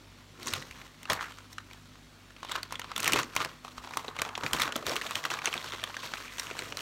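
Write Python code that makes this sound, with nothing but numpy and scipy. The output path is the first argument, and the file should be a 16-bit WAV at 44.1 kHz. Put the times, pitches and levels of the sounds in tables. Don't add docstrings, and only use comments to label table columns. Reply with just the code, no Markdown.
import sys
import numpy as np
from scipy import signal
from scipy.io import wavfile
from scipy.ndimage import uniform_filter1d

SR = 44100
rng = np.random.default_rng(int(sys.argv[2]) if len(sys.argv) > 2 else 0)


def materialize(psi):
    bounded = np.clip(np.atleast_2d(psi).T, -1, 1)
    quanta = np.round(bounded * 32767).astype(np.int16)
    wavfile.write(sys.argv[1], SR, quanta)


def linear_from_db(decibels):
    return 10 ** (np.asarray(decibels, float) / 20)


N = 300321


def evened(x):
    return x / np.sqrt(np.mean(x ** 2) + 1e-20)


def read(points, hz):
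    point_hz, value = np.transpose(points)
    return np.interp(np.log(hz + 1), np.log(point_hz + 1), value)


def causal(db):
    log_gain = np.log(linear_from_db(np.r_[db, db[-2:0:-1]]))
    return np.fft.ifft(np.exp(np.conj(signal.hilbert(log_gain)))).real[:2048]


def band(x, lo_hz, hi_hz):
    return signal.sosfilt(signal.butter(2, [lo_hz, hi_hz], "band", fs=SR, output="sos"), x)


def ring(t, hz, t60_s, rise_s=.0002):
    return np.sin(2 * np.pi * hz * t) * linear_from_db(-60 * t / t60_s) * (1 - np.exp(-t / rise_s))


# pitch_hz [Hz], level_db [dB per Hz]
AIR_SPECTRUM = [(18, -55.5), (35, -38.5), (50, 13.5), (75, -15), (130, -3.5), (300, -1.5), (420, -10),
                (1000, -11.5), (4300, -14), (8000, -22), (11000, -22.5), (16500, -33.5)]


def room_tone():
    real, imaginary, patches = rng.standard_normal((N // 512 + 5, 1025, 3)).T
    patches = uniform_filter1d(patches, size=16, axis=0)
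    patches = evened(uniform_filter1d(patches, size=8, axis=1))
    level_db = read(AIR_SPECTRUM, np.fft.rfftfreq(2048, 1 / SR))[:, None] + 1.277 * patches
    spectrum = (real + 1j * imaginary) * linear_from_db(level_db)
    air = signal.istft(spectrum, nperseg=2048, noverlap=1536)[1][:N]
    return linear_from_db(-57.5) * evened(air)


# pitch_hz [Hz], width_hz [Hz], level_db [dB]
COMPRESSOR = [
    (50.014, 3, -64),
    (98.68, 3, -61.5),
    (150.85, 5.38, -67.5),
    (206.49, 3.625, -77.5),
    (248.42, 3.45, -65),
]


def hum():
    t, out = np.arange(N) / SR, np.zeros(N)
    for pitch_hz, width_hz, level_db in COMPRESSOR:
        pole = np.exp(-np.pi * width_hz / SR)
        drive = rng.standard_normal(N) + 1j * rng.standard_normal(N)
        waver = signal.lfilter([1], [1, -pole], drive)
        line = (1 + 0.55 * waver / waver.std()) * np.exp(2j * np.pi * pitch_hz * t)
        out += linear_from_db(level_db) * evened(line.real)
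    return out


# start_s [s], level_db [dB]
HOLDING_LEVEL = [(0, -63), (1.1, -61.5), (1.27, -52), (1.45, -59.5), (1.62, -64.5), (2.35, -64.5),
                 (2.6, -71.5), (4.85, -56.5), (5.05, -44), (5.39, -50), (5.52, -42), (5.76, -44),
                 (5.93, -51), (6.05, -42), (6.29, -48.5), (6.5, -46.5), (6.75, -55), (6.81, -41)]
# peak_s [s], level_db [dB], rise [s per 20 dB], fall [s per 20 dB],
# squeeze_db of the panels [dB]
HAND_GRIPS = [(.48, -41, 0.1185, 0.2811, -4), (0.546, -41.5, 0.0517, 0.2092, 0),
              (.83, -53, 0.967, 0.22, -1.5), (1.112, -33, 0.0213, 0.0905, -2.5),
              (1.215, -39, 0.033, 0.0833, -11.5), (2.503, -42, 0.0887, 0.1247, -6.5),
              (2.56, -44, 0.1888, 0.1589, -5), (2.726, -46.5, 0.1823, 0.2526, -1),
              (2.83, -51.5, 0.4854, 5, -11), (3.05, -36, 0.1904, 0.2693, -7),
              (3.182, -31.5, 0.3097, 0.0786, -4), (3.367, -38.5, 0.0113, 0.2471, -0.5),
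              (3.419, -38, 0.174, 0.124, -9.5), (3.66, -52.5, -0.5, 0.8885, -6),
              (3.97, -48.5, 0.3058, 0.6817, 1), (4.21, -48, 0.33, -0.27, 4),
              (4.45, -45, -0.0075, 0.3675, 15.5), (4.538, -32, 0.003, 0.0729, 0),
              (4.618, -34.5, 0.0916, 0.1143, -4.5), (4.77, -44, -0.24, 0.219, 2.5),
              (4.875, -35.5, -0.04, 0.2507, -3), (5.331, -38.5, 0.646, 0.1253, -10),
              (5.459, -36, 0.0773, 0.1026, -15), (6.6, -44, -0.2349, 0.3293, 2)]
# peak_s [s], level_db [dB], rise and fall [s per 20 dB]
FINGER_SLIDES = [
    (.43, -74, -0.1738),
    (1.53, -51, 0.0287),
    (1.73, -64, 0.3311),
    (3.66, -57.5, 0.73),
    (3.88, -61.5, 3.1677),
    (4.485, -49.5, 0.2353),
    (6.4, -45.5, 0.1379),
]
# start_s (centre) [s], dip_db [dB], half_length_s [s]
FINGER_RESTS = [(0.448, -3.5, 0.0136), (0.51, -1.5, 0.01285), (0.604, -4.5, 0.01541), (3.014, -1, 0.00931),
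                (2.472, -7.5, 0.02431), (2.685, -7, 0.02582), (2.772, -2.5, 0.0153), (2.937, -7.5, 0.0234),
                (3.325, -4.5, 0.02263), (3.585, -8, 0.0525), (3.739, -3, 0.04085), (4.029, -4, 0.0324),
                (4.143, -8, 0.04584), (4.331, -2.5, 0.0333), (4.737, -8.5, 0.03616), (4.812, -4, 0.02344),
                (5.219, -5, 0.01647), (5.278, -6.5, 0.01767), (5.413, 1, 0.0187), (5.717, -3, 0.01588),
                (5.782, -1.5, 0.01135), (5.831, -3, 0.01484), (5.931, 1, 0.02069), (6.099, -5.5, 0.02455),
                (6.298, -4, 0.03687), (6.756, -1, 0.02014), (6.529, -2, 0.0318)]
# start_s [s], treble_db [dB]
FACE_TURNS = [(0, -0.5), (.6, 1), (1.1, 1), (2.4, -2), (2.93, -5), (3.05, 3.5), (3.15, -1.5), (3.25, 0.5),
              (3.5, -1.5), (4.1, 2), (4.6, 2.5), (4.8, 1.5), (5.1, 2.5), (5.4, -1.5), (5.65, 0.5),
              (5.8, -1), (6.2, 2), (6.81, 4)]


def hands():
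    t = np.arange(0, N / SR + .002, .002)
    peak_s, level_db, rise, fall, squeeze_db = np.transpose(HAND_GRIPS)[:, :, None]
    away = np.where(t < peak_s, (peak_s - t) / abs(rise), (t - peak_s) / abs(fall))
    grips = level_db - 20 * away
    peak_s, level_db, span = np.transpose(FINGER_SLIDES)[:, :, None]
    slides = level_db - 20 * abs(t - peak_s) / abs(span)
    held = np.interp(t, *np.transpose(HOLDING_LEVEL))
    moves = np.r_[grips, slides, [held]]
    work_db = moves.max(0)
    share = linear_from_db(2 * (moves - work_db))
    share = share / share.sum(0)
    squeezes = np.r_[squeeze_db[:, 0], np.full(len(FINGER_SLIDES), -22.5), -11]
    sliding = share[len(HAND_GRIPS):-1].sum(0)
    bright_db = -0.8289 - 0.0211 * (work_db + 50) + 12 * sliding
    bright_db = bright_db + np.interp(t, *np.transpose(FACE_TURNS))
    for start_s, dip_db, half_s in FINGER_RESTS:
        work_db = work_db + dip_db * np.exp(-((t - start_s) / half_s) ** 2)
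    return [np.interp(np.arange(N) / SR, t, curve) for curve in (work_db, bright_db, squeezes @ share)]


def grains(lo_hz, hi_hz, per_s, spread_db, cycles, crack, clumps, count=16):
    size = linear_from_db(spread_db * np.minimum(rng.exponential(1, N), 2.7)) * rng.choice([-1, 1], N)
    size *= rng.random(N) < per_s * clumps / SR
    facet, t, out = rng.integers(0, count, N), np.arange(1500) / SR, np.zeros(N)
    for k, hz in enumerate(np.geomspace(lo_hz, hi_hz, count)):
        burst = rng.standard_normal(len(t)) * linear_from_db(-60 * t / 0.01625) * (1 - np.exp(-t / 0.0002036))
        shape = evened(ring(t, hz, cycles / hz, 0.0965 / hz)) + crack * evened(burst)
        out += signal.oaconvolve(size * (facet == k), shape)[:N]
    return evened(out)


# pitch_hz [Hz], level_db [dB per Hz]
FOIL_SPECTRUM = [(180, -46), (300, -9.5), (526, -1), (794, -11), (1050, 2.5), (1510, -1.5), (2170, -4),
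                 (3450, -5), (5950, -10), (10300, -17.5), (12700, -15.5), (15500, -26)]


def crinkle(work_db, bright_db, squeeze_db):
    drift = uniform_filter1d(uniform_filter1d(rng.standard_normal(N), size=400), size=300)
    clumps = np.exp(.45 * evened(drift))
    rub = .42 * clumps ** .5 * rng.standard_normal(N)
    raw = grains(700, 5000, 1000, 3.8, 14.5, 1.1, clumps) + rub
    hz, power = signal.welch(raw, SR, nperseg=128)
    bins = np.fft.rfftfreq(4096, 1 / SR)
    colour_db = read(FOIL_SPECTRUM, bins) - np.interp(bins, hz, 10 * np.log10(power))
    foil = signal.oaconvolve(raw, causal(colour_db))[:N]
    low = signal.oaconvolve(foil, signal.firwin(31, 5200, fs=SR), "same")
    foil = (low + linear_from_db(bright_db) * (foil - low)) / low.std()
    panels = grains(73.634, 994.63, 1200, 5.342, 9.293, .01, np.sqrt(clumps), count=12)
    panels = evened(band(panels, 118.45, 953.1))
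    return linear_from_db(work_db) * (foil + linear_from_db(squeeze_db - 4.0) * panels)


# pitch_hz [Hz], width_hz [Hz], level_db [dB]
POUCH_MODES = [
    (1120, 163.98, -17),
    (2800, 2568, -11),
]


def snap(level_db, pitch_hz, fizz_db, thump_db, dice, noise):
    t = np.arange(len(noise)) / SR
    tearing = t / (.0001 + .0006 * dice[3] ** 2)
    tear = noise * tearing * np.exp(-tearing)
    overtone_hz = min(pitch_hz * (1.4 + .8 * dice[0]), 9000)
    facet = ring(t, pitch_hz, .002 + 8 / pitch_hz) + .25 * ring(t, overtone_hz, .003)
    stretch = 0.8633 + 0.44942 * dice[1]
    pouch = sum(linear_from_db(db) * ring(t, hz * stretch, 4.559 / width_hz) for hz, width_hz, db in POUCH_MODES)
    rung = signal.fftconvolve(tear, facet + pouch)[:len(t)]
    crack = band(tear, 1500, 7000)
    scatter = evened(band(noise, 1068.4, 4041.9)) * linear_from_db(-60 * t / 0.019137) * (1 - np.exp(-t / 0.001256))
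    body = 0.89944 * rung / abs(rung).max() + 0.5978 * scatter + 0.48194 * crack / abs(crack).max()
    hiss = evened(band(noise[::-1], 4500, 12500))
    fizz = hiss * linear_from_db(-60 * t / 0.013 + fizz_db - 8.5) * (1 - np.exp(-t / 0.0002))
    dull = evened(band(np.roll(noise, 700), 220, 800))
    thump = dull * linear_from_db(-60 * t / (.03 + .02 * dice[2]) + thump_db - 1) * (1 - np.exp(-t / .003))
    return linear_from_db(level_db) * (body + fizz + thump)


def snap_series(rows):
    out = np.zeros(N + 2048)
    for start_s, *row in rows:
        out[round(start_s * SR):][:2048] += snap(*row, rng.random(4), rng.standard_normal(2048))
    return out[:N]


# start_s [s], level_db (peak) [dB], pitch_hz of the facet [Hz]
CREASE_TICKS = [(0.4231, -38, 2159), (0.528, -27.5, 4213), (0.7243, -43, 2560), (0.7738, -47, 1927),
                (1.0435, -48, 2762), (1.0745, -39, 1752), (1.087, -41, 1803), (1.2256, -27, 1208),
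                (1.2828, -35.5, 1208), (1.2975, -47, 2459), (1.3092, -39.5, 989.8), (1.4048, -42.5, 1511),
                (1.4426, -44, 1245), (1.5176, -48, 1122), (1.604, -43, 1503), (1.6861, -49.5, 1508),
                (1.7018, -46, 1933), (1.745, -43.5, 906.7), (1.7725, -45.5, 1690), (1.9552, -44, 1335),
                (2.3051, -42, 1753), (2.4055, -44, 2950), (2.4943, -28, 1975), (2.5143, -24, 3800),
                (2.5543, -19.5, 1420), (2.583, -31, 1198), (2.9965, -24, 2606), (3.0373, -29.5, 1291),
                (3.0642, -17.5, 3195), (3.0924, -22, 1207), (3.17, -22, 1212), (3.2146, -31, 1640),
                (3.2447, -41, 1239), (3.335, -36, 1500), (3.3897, -33.5, 1377), (3.3949, -30, 1078),
                (3.4138, -21.5, 1201), (3.6687, -38.5, 1026), (3.7752, -43.5, 1334), (3.7801, -41.5, 1080),
                (3.8399, -32.5, 956.7), (3.9218, -44.5, 1172), (3.993, -32, 1050), (4.0439, -33, 908.4),
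                (4.067, -44, 1031), (4.0878, -32, 1206), (4.1556, -38, 1041), (4.2048, -31, 1390),
                (4.2718, -41.5, 910.4), (4.2774, -37, 1714), (4.4234, -39, 1978),
                (4.5865, -28.5, 4507), (4.597, -17.5, 1302), (4.606, -25, 1483), (4.626, -28, 1167),
              (4.7621, -22.5, 1253), (4.776, -32, 3018), (4.9341, -28, 1077), (4.9784, -33, 1256),
              (5.0435, -34, 1425), (5.1029, -34, 3892), (5.117, -27.5, 3551), (5.265, -30, 1093),
              (5.48, -24.5, 1411), (5.4674, -18.5, 1566), (5.593, -34, 1426), (5.6709, -34, 1428),
              (5.679, -34.5, 3405), (5.7507, -37, 1050), (5.791, -35, 1565), (5.7963, -34.5, 3304),
              (5.8055, -36, 4357), (5.8975, -32.5, 884.8), (5.9023, -31.5, 1548), (5.943, -28, 2800),
              (5.9909, -47.5, 2754), (6.0325, -38.5, 1065), (6.2096, -33, 1753), (6.3358, -43, 1394),
              (6.383, -27.5, 2927), (6.42, -31, 1686), (6.4302, -38, 1553), (6.483, -33.5, 1851),
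              (6.4932, -38.5, 1003), (6.5014, -31.5, 1509), (6.5158, -41, 991), (6.552, -34.5, 983.4),
              (6.567, -31.5, 1931), (6.58, -35.5, 1634), (6.806, -31.5, 3008)]


def ticks():
    return snap_series([(start_s, level_db, pitch_hz, -11.5 - 17.5 * rng.random(), -23)
                        for start_s, level_db, pitch_hz in CREASE_TICKS])


# start_s [s], level_db (peak) [dB], pitch_hz [Hz]
AIR_PUFFS = [(0.429, -59, 101.5), (0.524, -33, 94.16), (0.57, -37, 139.6), (0.708, -37.5, 62.01),
             (1.101, -32, 83.59), (3.18, -38.5, 114.8), (3.356, -37, 101.1), (3.778, -39.5, 58.96),
             (4.155, -43, 89.7), (4.43, -38.5, 93.46), (4.526, -33.5, 57.65), (4.589, -39, 59.02),
             (4.867, -36, 77.13), (5.147, -42.5, 95.96)]


def puffs():
    t, out = np.arange(4096) / SR, np.zeros(N + 4096)
    for start_s, level_db, pitch_hz in AIR_PUFFS:
        out[round(start_s * SR):][:4096] += linear_from_db(level_db - 3.5) * ring(t, pitch_hz, 0.18654, 0.004655)
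    return out[:N]


# start_s [s], level_db (peak) [dB], pitch_hz of the facet [Hz], fizz_db
# against the peak [dB]
BRIGHT_CRACKS = [(.4294, -33.5, 4139, 5), (.4713, -24, 6614, 5.5), (.4798, -24, 4204, -5),
                 (.5357, -19.5, 3974, 5.5), (.7108, -33, 2751, -1.5), (1.0306, -36.5, 3298, 7.5),
                 (1.0995, -11, 1839, -5.5), (1.1318, -20, 1931, 7), (1.7325, -38.5, 3673, 3.5),
                 (2.4483, -28, 1055, -6.5), (2.5182, -23, 3735, 2), (2.5596, -20, 1603, -2.5),
                 (2.6304, -24.5, 4487, 1.79), (2.7237, -24, 1063, 1.5), (2.7551, -28, 3346, -10.5),
                 (2.795, -23.5, 2054, 2), (2.9622, -20.5, 3539, 0), (2.9786, -23.5, 1120, 7.5),
                 (3.0025, -25.5, 2692, 11), (3.0295, -21, 5917, 3.5), (3.044, -20.5, 3265, 7.5),
                 (3.0575, -17.5, 2785, -3), (3.0774, -11.5, 2402, 6), (3.1213, -18.5, 2284, 7.5),
                 (3.1333, -9.5, 2695, 1), (3.1887, -19.5, 1111, -1), (3.1981, -18.5, 1372, -9),
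                 (3.3523, -34, 1393, 10.5), (3.3638, -13, 2204, 1), (3.4476, -19, 2350, -3),
                 (3.873, -30, 969.8, -16), (3.9088, -30, 990.2, -9), (3.971, -15.5, 1163, 0),
               (4.2176, -13.5, 2296, 0.551), (4.4634, -17, 2518, -9), (4.5322, -13, 3049, 3.5),
               (4.5641, -24.5, 2800, -2), (4.601, -18.5, 2261, 1), (4.6187, -15.5, 3504, 4.5),
               (4.6327, -16.5, 1378, -7), (4.7226, -22, 2800, -5), (4.762, -27, 1292, 11),
               (4.8659, -19, 3752, 4), (4.8947, -20.5, 5530, -2), (4.9569, -23, 1189, 1.5),
               (4.9643, -16, 3097, -3.5), (5.019, -23.5, 2659, -5.5), (5.1088, -23, 1236, 1),
               (5.1545, -15.5, 3033, -2.5), (5.2521, -15, 1376, -5), (5.3029, -21, 2618, -4),
               (5.3108, -25.5, 5792, -9.5), (5.4453, -25, 1118, -2.5), (5.4565, -15, 6270, -3),
               (5.539, -20.5, 2730, -1), (5.7211, -26.5, 3587, -16.5), (5.8386, -19, 3606, 0),
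               (6.3964, -19, 5420, 0.5), (6.5908, -19.5, 3587, -7), (6.771, -25, 4060, 4)]


def cracks(squeeze_db):
    rows = []
    for start_s, level_db, pitch_hz, fizz_db in BRIGHT_CRACKS:
        thump_db = -13.5 + 0.604 * squeeze_db[round(start_s * SR)] - 7.5 * rng.random()
        rows.append((start_s, level_db, pitch_hz, fizz_db, thump_db))
    return snap_series(rows)


# peak_s [s], level_db [dB], rise and fall [s per 20 dB], pitch_hz [Hz]
PANEL_RUSTLES = [(.485, -40, -0.0524, 6239), (.545, -44, 0.1385, 4926), (1.099, -33, .01, 1000),
                 (1.215, -35, .07, 1500), (2.517, -32.5, -0.0166, 1217), (2.58, -40, 0.0298, 1255),
                 (2.915, -39, 0.0159, 1164), (3.43, -46, 0.1202, 1251), (3.97, -49.5, 0.3047, 1011),
                 (4.2, -48, -0.1424, 1305), (4.27, -47, 0.1352, 1024), (4.45, -44.5, 0.2375, 1092),
                 (4.64, -37.5, 0.1934, 1311), (4.77, -47.5, 0.1245, 551.5), (4.91, -46.5, 0.053, 508.3),
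                 (5.06, -42.5, 0.021, 647.5), (5.33, -48, 0.4938, 863.1), (5.67, -43.5, 0.0423, 3501),
                 (5.8, -45.5, 0.0018, 3446), (6.05, -45.5, 0.166, 3608), (6.43, -51, 1.36, 2177),
                 (.5, -48.5, 0.2008, 332.2), (3.165, -35.5, 0.1024, 336.9), (1.16, -39, 0.0719, 1002),
                 (2.514, -45, -0.0923, 3182), (2.556, -43, .015, 4526), (4.6, -37, -0.0015, 2583),
                 (4.45, -43, 0.0239, 276.1), (4.885, -44.5, 0.1923, 442.2), (6.56, -46, -0.01, 418),
                 (6.72, -50.5, -0.1352, 511.6)]


def rustles():
    grain = evened(uniform_filter1d(rng.standard_normal(N), size=120))
    rub, out = rng.standard_normal(N) * linear_from_db(5.5 * np.minimum(grain, 2)), np.zeros(N)
    width = 1.3174
    for peak_s, level_db, span, pitch_hz in PANEL_RUSTLES:
        at = slice(round((peak_s - .3) * SR), round((peak_s + .3) * SR))
        panel = evened(band(rub[at], pitch_hz / width, pitch_hz * width))
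        away_s = abs(np.arange(N)[at] / SR - peak_s)
        out[at] += panel * linear_from_db(level_db - 20 * away_s / abs(span))
    return out


# start_s [s], level_db (peak) [dB], pitch_hz of the facet [Hz], thump_db against
# the peak [dB]
DULL_POPS = [(.623, -30, 1854, -24.5), (.815, -34, 1857, -22), (1.054, -31.5, 2800, -13.5),
             (1.1044, -17.5, 1120, -6), (1.1195, -22, 1880, -4), (1.2092, -23, 1167, -29.5),
             (1.2316, -35, 1157, -32.5), (1.2615, -40.5, 1240, -28), (1.3209, -37, 3512, -24.5),
             (1.3848, -33, 1120, -29), (1.5823, -23.5, 1338, -35.5), (1.711, -37.5, 2492, -9),
             (2.3645, -37, 2800, -18.5), (2.4299, -26.5, 1103, -24), (2.7077, -33, 1375, -22),
             (2.8165, -27, 3138, -22.5), (2.8429, -30, 1119, -10), (2.9158, -24, 1138, -21),
             (3.0964, -19.5, 1422, -12), (3.1423, -20.5, 1267, -24.5), (3.1597, -13.5, 1066, -8.5),
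             (3.1757, -23, 2416, -19.5), (3.2316, -23, 6717, -30), (3.3747, -23, 3033, -22.5),
             (3.4032, -20, 1173, -31), (3.4087, -21, 1185, -29.5), (3.4575, -27.5, 1201, -1),
             (3.6479, -29.5, 1208, -5), (3.6803, -32.5, 1242, -14.5), (3.78, -28, 1120, -17),
               (3.8464, -31.5, 1120, -5.5), (3.9362, -27.5, 2492, -27.5), (4.047, -30, 1029, -3),
               (4.081, -27.5, 3895, -0.5), (4.165, -27, 1167, -14), (4.1881, -22.5, 2228, -7.5),
               (4.1946, -21.5, 1647, -10), (4.25, -24, 1185, -26), (4.2603, -30.5, 1353, -2.5),
               (4.2898, -28, 2958, -11), (4.353, -19, 3300, -26), (4.377, -22, 1258, -9.5),
               (4.4096, -30, 1290, -8.5), (4.4351, -16.5, 1373, -12.5), (4.5105, -29.5, 991.5, -13),
               (4.5474, -21, 1247, -34), (4.6556, -23.5, 1370, -12), (4.6771, -21, 1367, -8),
               (4.69, -29, 1062, -2.5), (4.7568, -20.5, 3783, -5.5), (4.8256, -31.5, 1227, -25.5),
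               (4.916, -27, 3711, 2),
             (5.013, -23.5, 1966, -10), (5.0647, -27.5, 3536, -3.5), (5.1658, -31.5, 1615, -9.5),
             (5.239, -23, 2055, -16), (5.3154, -20.5, 1507, -15.5), (5.3383, -19.5, 1567, -26),
             (5.389, -25, 2256, -23), (5.418, -26.5, 1326, -20), (5.473, -19.5, 2760, -4.5),
             (5.5281, -21, 3221, -27), (5.5548, -27, 1557, -3.5), (5.5774, -23, 3652, -16),
             (5.6428, -27, 1618, -8.5), (5.7344, -25.5, 1548, -6.5), (5.8301, -29.5, 1754, -5),
             (5.8739, -30, 1636, -9.5), (5.967, -21, 1673, -15), (6.1367, -19, 1586, -17),
             (6.1712, -30.5, 2676, -19.5), (6.2801, -33, 2571, -27.5), (6.4685, -30.5, 3110, -26.5),
             (6.511, -24, 2491, -6.5), (6.6209, -25, 2015, -11), (6.7233, -25, 2892, -9),
             (6.791, -28, 2999, -23.5)]


def pops():
    return snap_series([(start_s, level_db, pitch_hz, -26.5 - 16.5 * rng.random(), thump_db)
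                        for start_s, level_db, pitch_hz, thump_db in DULL_POPS])


# pitch_hz [Hz], t60_s [s]
KITCHEN_DECAY = [
    (300, 0.3216),
    (1300, 0.2385),
    (3500, 0.1468),
    (9000, 0.0699),
]


def kitchen(x):
    taps = np.zeros(SR // 2)
    at = np.arange(260, len(taps) - 20, 20)
    taps[at + rng.integers(0, 20, len(at))] = rng.choice([-1., 1.], len(at))
    hz, t, z = signal.stft(taps, SR, nperseg=256)
    decay = linear_from_db(-60 * t / read(KITCHEN_DECAY, hz)[:, None])
    tail = signal.istft(z * decay, SR, nperseg=256)[1]
    return signal.fftconvolve(x, tail / np.linalg.norm(tail))[:N]


def scene():
    room = room_tone() + hum()
    work_db, bright_db, squeeze_db = hands()
    packet = crinkle(work_db, bright_db, squeeze_db)
    packet = packet + ticks() + puffs() + cracks(squeeze_db) + rustles() + pops()
    echo = linear_from_db(-18) * kitchen(packet)
    return (packet + echo + room)[None]


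def band_limit(x):
    return signal.sosfilt(signal.butter(12, 16970, fs=SR, output="sos"), x)


# pitch_hz [Hz], width_hz [Hz], level_db [dB]
HOUSING_NOTCHES = [
    (4968, 275.7, -3),
    (10985, 2633.6, -5.5),
]


def record(dry):
    hz = np.fft.rfftfreq(4096, 1 / SR)
    edge_db = -26 * np.clip((hz - 15850) / 150, 0, 1) - 70 * np.clip((hz - 16950) / 300, 0, 1)
    notch_db = sum(db * np.exp(-((hz - centre) / width) ** 2) for centre, width, db in HOUSING_NOTCHES)
    mix = signal.oaconvolve(dry, causal(edge_db + notch_db)[None])[:, :N]
    return band_limit(mix)


dry = scene()
out = record(dry)
materialize(out)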